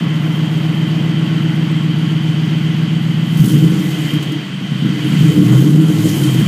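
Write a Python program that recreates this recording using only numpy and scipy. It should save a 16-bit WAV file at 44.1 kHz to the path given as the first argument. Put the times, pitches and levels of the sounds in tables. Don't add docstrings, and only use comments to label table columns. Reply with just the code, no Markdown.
import sys
import numpy as np
from scipy import signal
from scipy.io import wavfile
from scipy.ndimage import uniform_filter1d, minimum_filter1d

SR = 44100
rng = np.random.default_rng(int(sys.argv[2]) if len(sys.argv) > 2 else 0)


def bounce(signal):
    frames = np.transpose(np.atleast_2d(signal))
    limited = np.clip(frames, -1, 1)
    pcm = np.round(limited * 32767).astype(np.int16)
    wavfile.write(sys.argv[1], SR, pcm)


N = 285327

# time_s, cycle_hz
SPEED = [(0.0, 7.35), (0.45, 7.43), (1.0, 7.56), (1.3, 7.545), (1.8, 7.465), (2.1, 7.475), (2.28, 7.41),
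         (3.27, 7.61), (3.37, 7.65), (3.47, 10.0), (3.65, 12.6), (3.78, 13.4), (3.9, 12.9), (4.15, 10.8),
         (4.5, 8.8), (4.75, 9.6), (5.0, 9.9), (5.4, 14.0), (5.8, 19.7), (5.87, 20.05), (6.05, 18.8),
         (6.47, 14.3)]
# time_s, spread_db, common_pulse_ratio, puff_depth_ratio
BURN = [(0, 1., 1, .2), (3.35, 1., 1, .2), (3.39, 2., 1, .75), (3.52, 2., 1, .6), (3.75, 1.3, .8, .2),
        (4.0, 2.5, .4, .2), (5.2, 2.5, .8, .3), (5.4, 1., .15, .3), (5.95, 1., .15, .3),
        (6.47, 2.2, .5, .35)]
# strength_db, header_delay_ms
CYLINDERS = [(-3.5, 3), (0.55, 3), (-2, 4.5), (0.5, 1.62), (0, 2.48), (1.5, 0.5), (-1.56, 1.2), (0.7, 2.33)]
BANK = [0, 1, 1, 0, 1, 0, 0, 1]
# pitch_hz, width_hz, near_gain, far_gain
BOOM_MODES = [(130.3, 27.7, -0.134, 0.14), (151.16, 42.9, 0.4, 0.026), (150.85, 20.4, -0.38, -0.29),
              (192.2, 12.1, -0.19, 0.08), (219.5, 5.9, 0.0065, -0.085), (236.8, 23.5, 0.041, 0.0034)]
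# pitch_hz, width_hz, near_gain, far_gain
UPPER_MODES = [(289.85, 21.95, 0.928, 0.069), (291, 23.14, -0.9683, -0.047), (329.8, 12.9, 0.0497, -0.029),
               (317.6, 12.3, 0.0017, 0.026), (386, 32, 0.0056, 0.0013), (436, 12, -0.0018, -0.0092),
               (489, 3.7, 0.0046, -0.0036)]
# delay_ms, gain_db
ECHOES = [(31.4, -20), (52.0, -28.5)]
# time_s, boom_db, upper_db
EXHAUST_LEVELS = [(0.0, -15, -27), (1.3, -14, -23), (3.36, -14, -28.5), (3.41, -8.5, -20),
                  (3.48, -12, -20.5), (3.6, -7.5, -16.5), (3.84, -16, -22), (4.0, -18, -25.5),
                  (4.15, -15.5, -21.5), (4.38, -22, -25), (4.5, -23.5, -34), (4.68, -19.5, -37),
                  (4.87, -12.5, -24), (5.0, -20, -20.5), (5.22, -6.5, -25), (5.32, -9.5, -12),
                  (5.53, -10, -14.5), (5.73, -8.5, -14.5), (5.9, -16.5, -16.5), (6.05, -15, -16.5),
                  (6.4, -11, -20), (6.47, -12, -32)]
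# pitch_hz, width_hz, gain_db
CHAMBERS = [(312.6, 14.4, 3.5), (415, 24.6, -13.5), (478, 43, -18.5)]
# time_s, level_db
FIRING_TONE = [(0, -54), (3.7, -52), (4.5, -72), (5.2, -51), (5.32, -23), (5.6, -4), (5.75, -5),
               (5.95, -13.5), (6.03, -29), (6.47, -26)]
# time_s, level_db
SIXTH_TONE = [(0, -60), (5.8, -64), (5.9, -28), (6.0, -16), (6.12, -20), (6.22, -33), (6.47, -60)]
# time_s, dull_db, bright_db, ringing_db
BAY_LEVELS = [(0.0, -34, -35, -35.5), (1.2, -34, -34, -35.5), (2.4, -36.5, -33.5, -36.5),
              (3.7, -36.5, -34, -35), (4.16, -37, -32, -32), (4.58, -40, -35.5, -38.5),
              (5.19, -36, -29, -32.5), (5.4, -36, -34.5, -35.5), (5.49, -32.5, -33.5, -33),
              (5.54, -25.5, -37, -34), (5.6, -34, -33.5, -36), (5.7, -34.5, -36.5, -38),
              (6.47, -34.5, -30.5, -29.5)]
# freq_hz, density_db
RUSH_SPECTRUM = [(210, -20), (350, 0), (423, -17.5), (478, -9), (636, -9), (719, -9), (1100, -7.5),
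                 (1220, -5.5), (1990, -5), (2540, -7), (3120, -4), (3930, -15.5), (9000, -28), (11700, -79),
                 (19800, -120)]
# pitch_hz, width_hz, gain_db
PANEL_MODES = [(712, 24, -0.5), (958, 11, -3.5), (1094, 57, -3), (1349, 35, 0.5), (1472, 130, -9),
               (2008, 210, -4), (4595, 460, 1.5)]
# pitch_hz, width_hz, gain_db
METAL_MODES = [(2952, 120, -3.5), (3067, 62, 3), (3140, 56, 4), (3213, 66, -1.5)]
# freq_hz, density_db
HISS_SPECTRUM = [(2650, -28), (4500, 8), (4690, -5), (5230, -13), (6600, -1.5), (9830, -8), (10700, -12.5),
                 (12100, -5.5), (14600, -7), (15500, -10)]
# time_s, level_db
HISS_LEVEL = [(0.0, -54.5), (0.4, -49.5), (0.9, -52), (3.24, -50.5), (3.33, -47.5), (3.48, -33.5),
              (3.67, -39), (4.08, -39.5), (4.36, -49.5), (4.65, -52), (5.08, -42), (5.21, -36.5),
              (5.41, -37), (5.58, -33.5), (5.84, -40), (6.09, -30), (6.29, -32.5), (6.47, -37)]
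# time_s, gain_db
HISS_SHELF = [(0, 2), (3.2, -0.5), (3.4, 5.5), (3.7, -1.5), (4.5, -3.5), (6.47, -3)]
# start_s, level_db
SPITS = [(1.5544, -45), (1.712, -43), (1.9834, -50), (3.371, -35), (3.4002, -42), (3.4406, -39),
         (3.4774, -50), (3.4996, -43), (4.0163, -44), (4.1046, -40), (4.135, -35), (4.2263, -33),
         (4.3201, -38), (5.675, -51), (6.0594, -38), (6.0894, -41), (6.2344, -34), (6.3044, -36)]
# time_s, peak_db
THUMPS = [(3.400, -22), (3.531, -40), (3.645, -31), (5.228, -31), (5.350, -39), (5.600, -38), (5.649, -41)]


def from_db(db):
    return 10 ** (np.asarray(db) / 20)


def unit_rms(x):
    return x / np.sqrt(np.mean(x ** 2) + 1e-20)


def evened(x, window_s):
    return x / np.sqrt(uniform_filter1d(x ** 2, int(window_s * SR)) + 1e-12)


def curves(table):
    time_s, *columns = np.transpose(table)
    return [np.interp(np.arange(N) / SR, time_s, column) for column in columns]


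def drift(corner_hz):
    hop = 40
    r = np.exp(-2 * np.pi * corner_hz * hop / SR)
    slow = signal.lfilter([1], [1, -2 * r, r * r], rng.standard_normal(N // hop + 2002))[2000:]
    return np.interp(np.arange(N) / hop, np.arange(len(slow)), unit_rms(slow))


def resonance(x, hz, width_hz):
    r = np.exp(-np.pi * width_hz / SR)
    poles = [1, -2 * r * np.cos(2 * np.pi * hz / SR), r * r]
    return signal.lfilter(np.array([1, 0, -1]) * (1 - r * r) / 2, poles, x)


def double_resonance(x, hz, width_hz):
    return resonance(resonance(x, hz, width_hz), hz, width_hz)


def butter(x, hz, kind, order):
    return signal.sosfilt(signal.butter(order, hz, kind, fs=SR, output="sos"), x)


def band_noise(spectrum, flicker_db):
    freq_hz, density_db = np.transpose(spectrum)
    octaves = np.log2(min(freq_hz[-1], 19000) / freq_hz[0])
    edges_hz = freq_hz[0] * 2 ** np.arange(0, octaves + .3, 1 / 3)
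    shared = 0.27 * drift(1.04)
    white = rng.standard_normal((2, N))
    noise = np.zeros(N)
    for k, (low_hz, high_hz) in enumerate(zip(edges_hz, edges_hz[1:])):
        level_db = np.interp(np.log(low_hz * high_hz) / 2, np.log(freq_hz), density_db)
        band = butter(white[k % 2], [low_hz, high_hz], "band", order=2)
        noise += from_db(level_db + flicker_db * (shared + drift(10.3))) * band
    return unit_rms(noise)


def firings(cycles, far_path_ms=9.22):
    count = np.arange(int(8 * cycles[0]) + 1, int(8 * cycles[-1]))
    due = np.interp(count / 8, cycles, np.arange(N))
    strength_db, header_ms = np.array(CYLINDERS)[count % 8].T
    pipe = np.array(BANK)[count % 8]
    spread_db, common, _ = (curve[due.astype(int)] for curve in curves(BURN))
    strength_draw, timing_draw = rng.standard_normal((2000, 2))[:len(count)].T
    jitter_ms = .105 * spread_db ** 1.4 * timing_draw
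    arrival = due + (header_ms + pipe * far_path_ms + jitter_ms) * SR / 1000
    strength = from_db(strength_db + spread_db * strength_draw)
    strength -= (1 - common) * np.mean(from_db(strength_db))
    pulses = np.zeros((2, N))
    np.add.at(pulses, (pipe, np.clip(arrival, 0, N - 1).astype(int)), strength)
    return pulses


def pipes(pulses, modes):
    direct = sum(resonance(np.array([near, far]) @ pulses + 1e-18, hz, width_hz)
                 for hz, width_hz, near, far in modes)
    sound = direct.copy()
    for delay_ms, gain_db in ECHOES:
        lag = int(delay_ms * SR / 1000)
        sound[lag:] += from_db(gain_db) * direct[:-lag]
    return sound


def silencer(pulses, cycle_hz, idle_hz=7.5, full_hz=9.5, idle_db=-11.5, rise_db=6.5):
    off_idle = np.clip((cycle_hz - idle_hz) / (full_hz - idle_hz), 0, 1)
    drive = unit_rms(pulses) + 0.52 * off_idle * rng.standard_normal(N)
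    rings = sum(from_db(db) * evened(double_resonance(drive, hz, width_hz), window_s=.11)
                for hz, width_hz, db in CHAMBERS)
    return from_db(idle_db + rise_db * off_idle) * rings


def order_tone(cycles, levels, order):
    level_db, = curves(levels)
    return from_db(level_db) * np.sin(2 * np.pi * order * cycles)


def room_rumble():
    return unit_rms(butter(rng.standard_normal(N), [22, 300], "band", order=1))


def engine_bay():
    dull_db, bright_db, ringing_db = curves(BAY_LEVELS)
    rush = band_noise(RUSH_SPECTRUM, flicker_db=0.93)
    rush += sum(from_db(db) * double_resonance(rush, hz, width_hz) for hz, width_hz, db in PANEL_MODES)
    dull = unit_rms(butter(rush, 770, "low", order=2))
    bright = unit_rms(butter(rush, 1640, "high", order=2))
    white = rng.standard_normal(N)
    ringing = sum(from_db(db + 0.86 * drift(2.0)) * double_resonance(white, hz, width_hz)
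                  for hz, width_hz, db in METAL_MODES)
    return from_db(dull_db) * dull - from_db(bright_db) * bright + from_db(ringing_db) * unit_rms(ringing)


def tailpipe_hiss(cycles, puff_spread_db=2.5, decay_per_firing=1.2):
    level_db, = curves(HISS_LEVEL)
    shelf_db, = curves(HISS_SHELF)
    _, _, depth = curves(BURN)
    firing = 8 * cycles + 0.33
    sizes = from_db(puff_spread_db * rng.standard_normal(2000))[firing.astype(int)]
    puffs = uniform_filter1d(sizes * np.exp(-decay_per_firing * (firing % 1)), 60)
    flow = 1 - depth + depth * evened(puffs, window_s=.1)
    gain = from_db(level_db) * evened(flow, window_s=.1) + spit_envelope()
    jet = band_noise(HISS_SPECTRUM, flicker_db=1.53)
    jet += (from_db(shelf_db) - 1) * butter(jet, 9500, "high", order=1)
    return gain * (jet + 0.43 * resonance(jet, 6540, 670) + 0.34 * resonance(jet, 11140, 710))


def spit_envelope(attack_s=0.0015, t60_s=0.049):
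    gain = np.zeros(N)
    for start_s, level_db in SPITS:
        start = int(start_s * SR)
        age_s = np.arange(N - start) / SR
        gain[start:] += from_db(level_db - 60 * age_s / t60_s) * np.minimum(age_s / attack_s, 1)
    return gain


def overload_thumps(sigma_s=0.0025, ring_hz=154, width_hz=21.5, ring_re_thump_db=21.52):
    time_s = np.arange(N) / SR
    rise_samples = SR / (np.pi * width_hz)
    unit_peak_kick = np.e * rise_samples / 2
    lead = int(rise_samples / 2)
    kicks, thumps = np.full(N, 1e-18), np.zeros(N)
    for at_s, peak_db in THUMPS:
        kicks[int(at_s * SR) - lead] = from_db(peak_db + ring_re_thump_db) * unit_peak_kick
        thumps += from_db(peak_db) * np.exp(-((time_s - at_s) / sigma_s) ** 2 / 2)
    return thumps + double_resonance(kicks, ring_hz, width_hz)


def scene(start_cycles=.58, rumble_re_boom_db=-40):
    cycle_hz, = curves(SPEED)
    cycles = start_cycles + np.cumsum(cycle_hz) / SR
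    pulses = firings(cycles)
    boom = evened(butter(pipes(pulses, BOOM_MODES), [105, 300], "band", order=4), window_s=.134)
    upper = evened(butter(pipes(pulses, UPPER_MODES), [250, 560], "band", order=3), window_s=.27)
    rumble = from_db(rumble_re_boom_db) * room_rumble()
    chambers = silencer(pulses[0], cycle_hz)
    boom_db, upper_db = curves(EXHAUST_LEVELS)
    exhaust = from_db(boom_db) * (boom + rumble) + from_db(upper_db) * (upper + chambers)
    tones = order_tone(cycles, FIRING_TONE, order=8) + order_tone(cycles, SIXTH_TONE, order=6)
    hiss = tailpipe_hiss(cycles)
    return (exhaust + tones + engine_bay() + hiss + overload_thumps())[None]


def record(dry, window_s=0.0064, stopband_hz=15700):
    needed_db = np.minimum(-20 * np.log10(np.abs(dry) + 1e-9), 0)
    window = int(window_s * SR)
    gain_db = uniform_filter1d(minimum_filter1d(needed_db, window), window)
    lowpass = signal.cheby2(20, 60, stopband_hz, fs=SR, output="sos")
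    return signal.sosfilt(lowpass, from_db(gain_db) * dry)


dry = scene()
out = record(dry)
bounce(out)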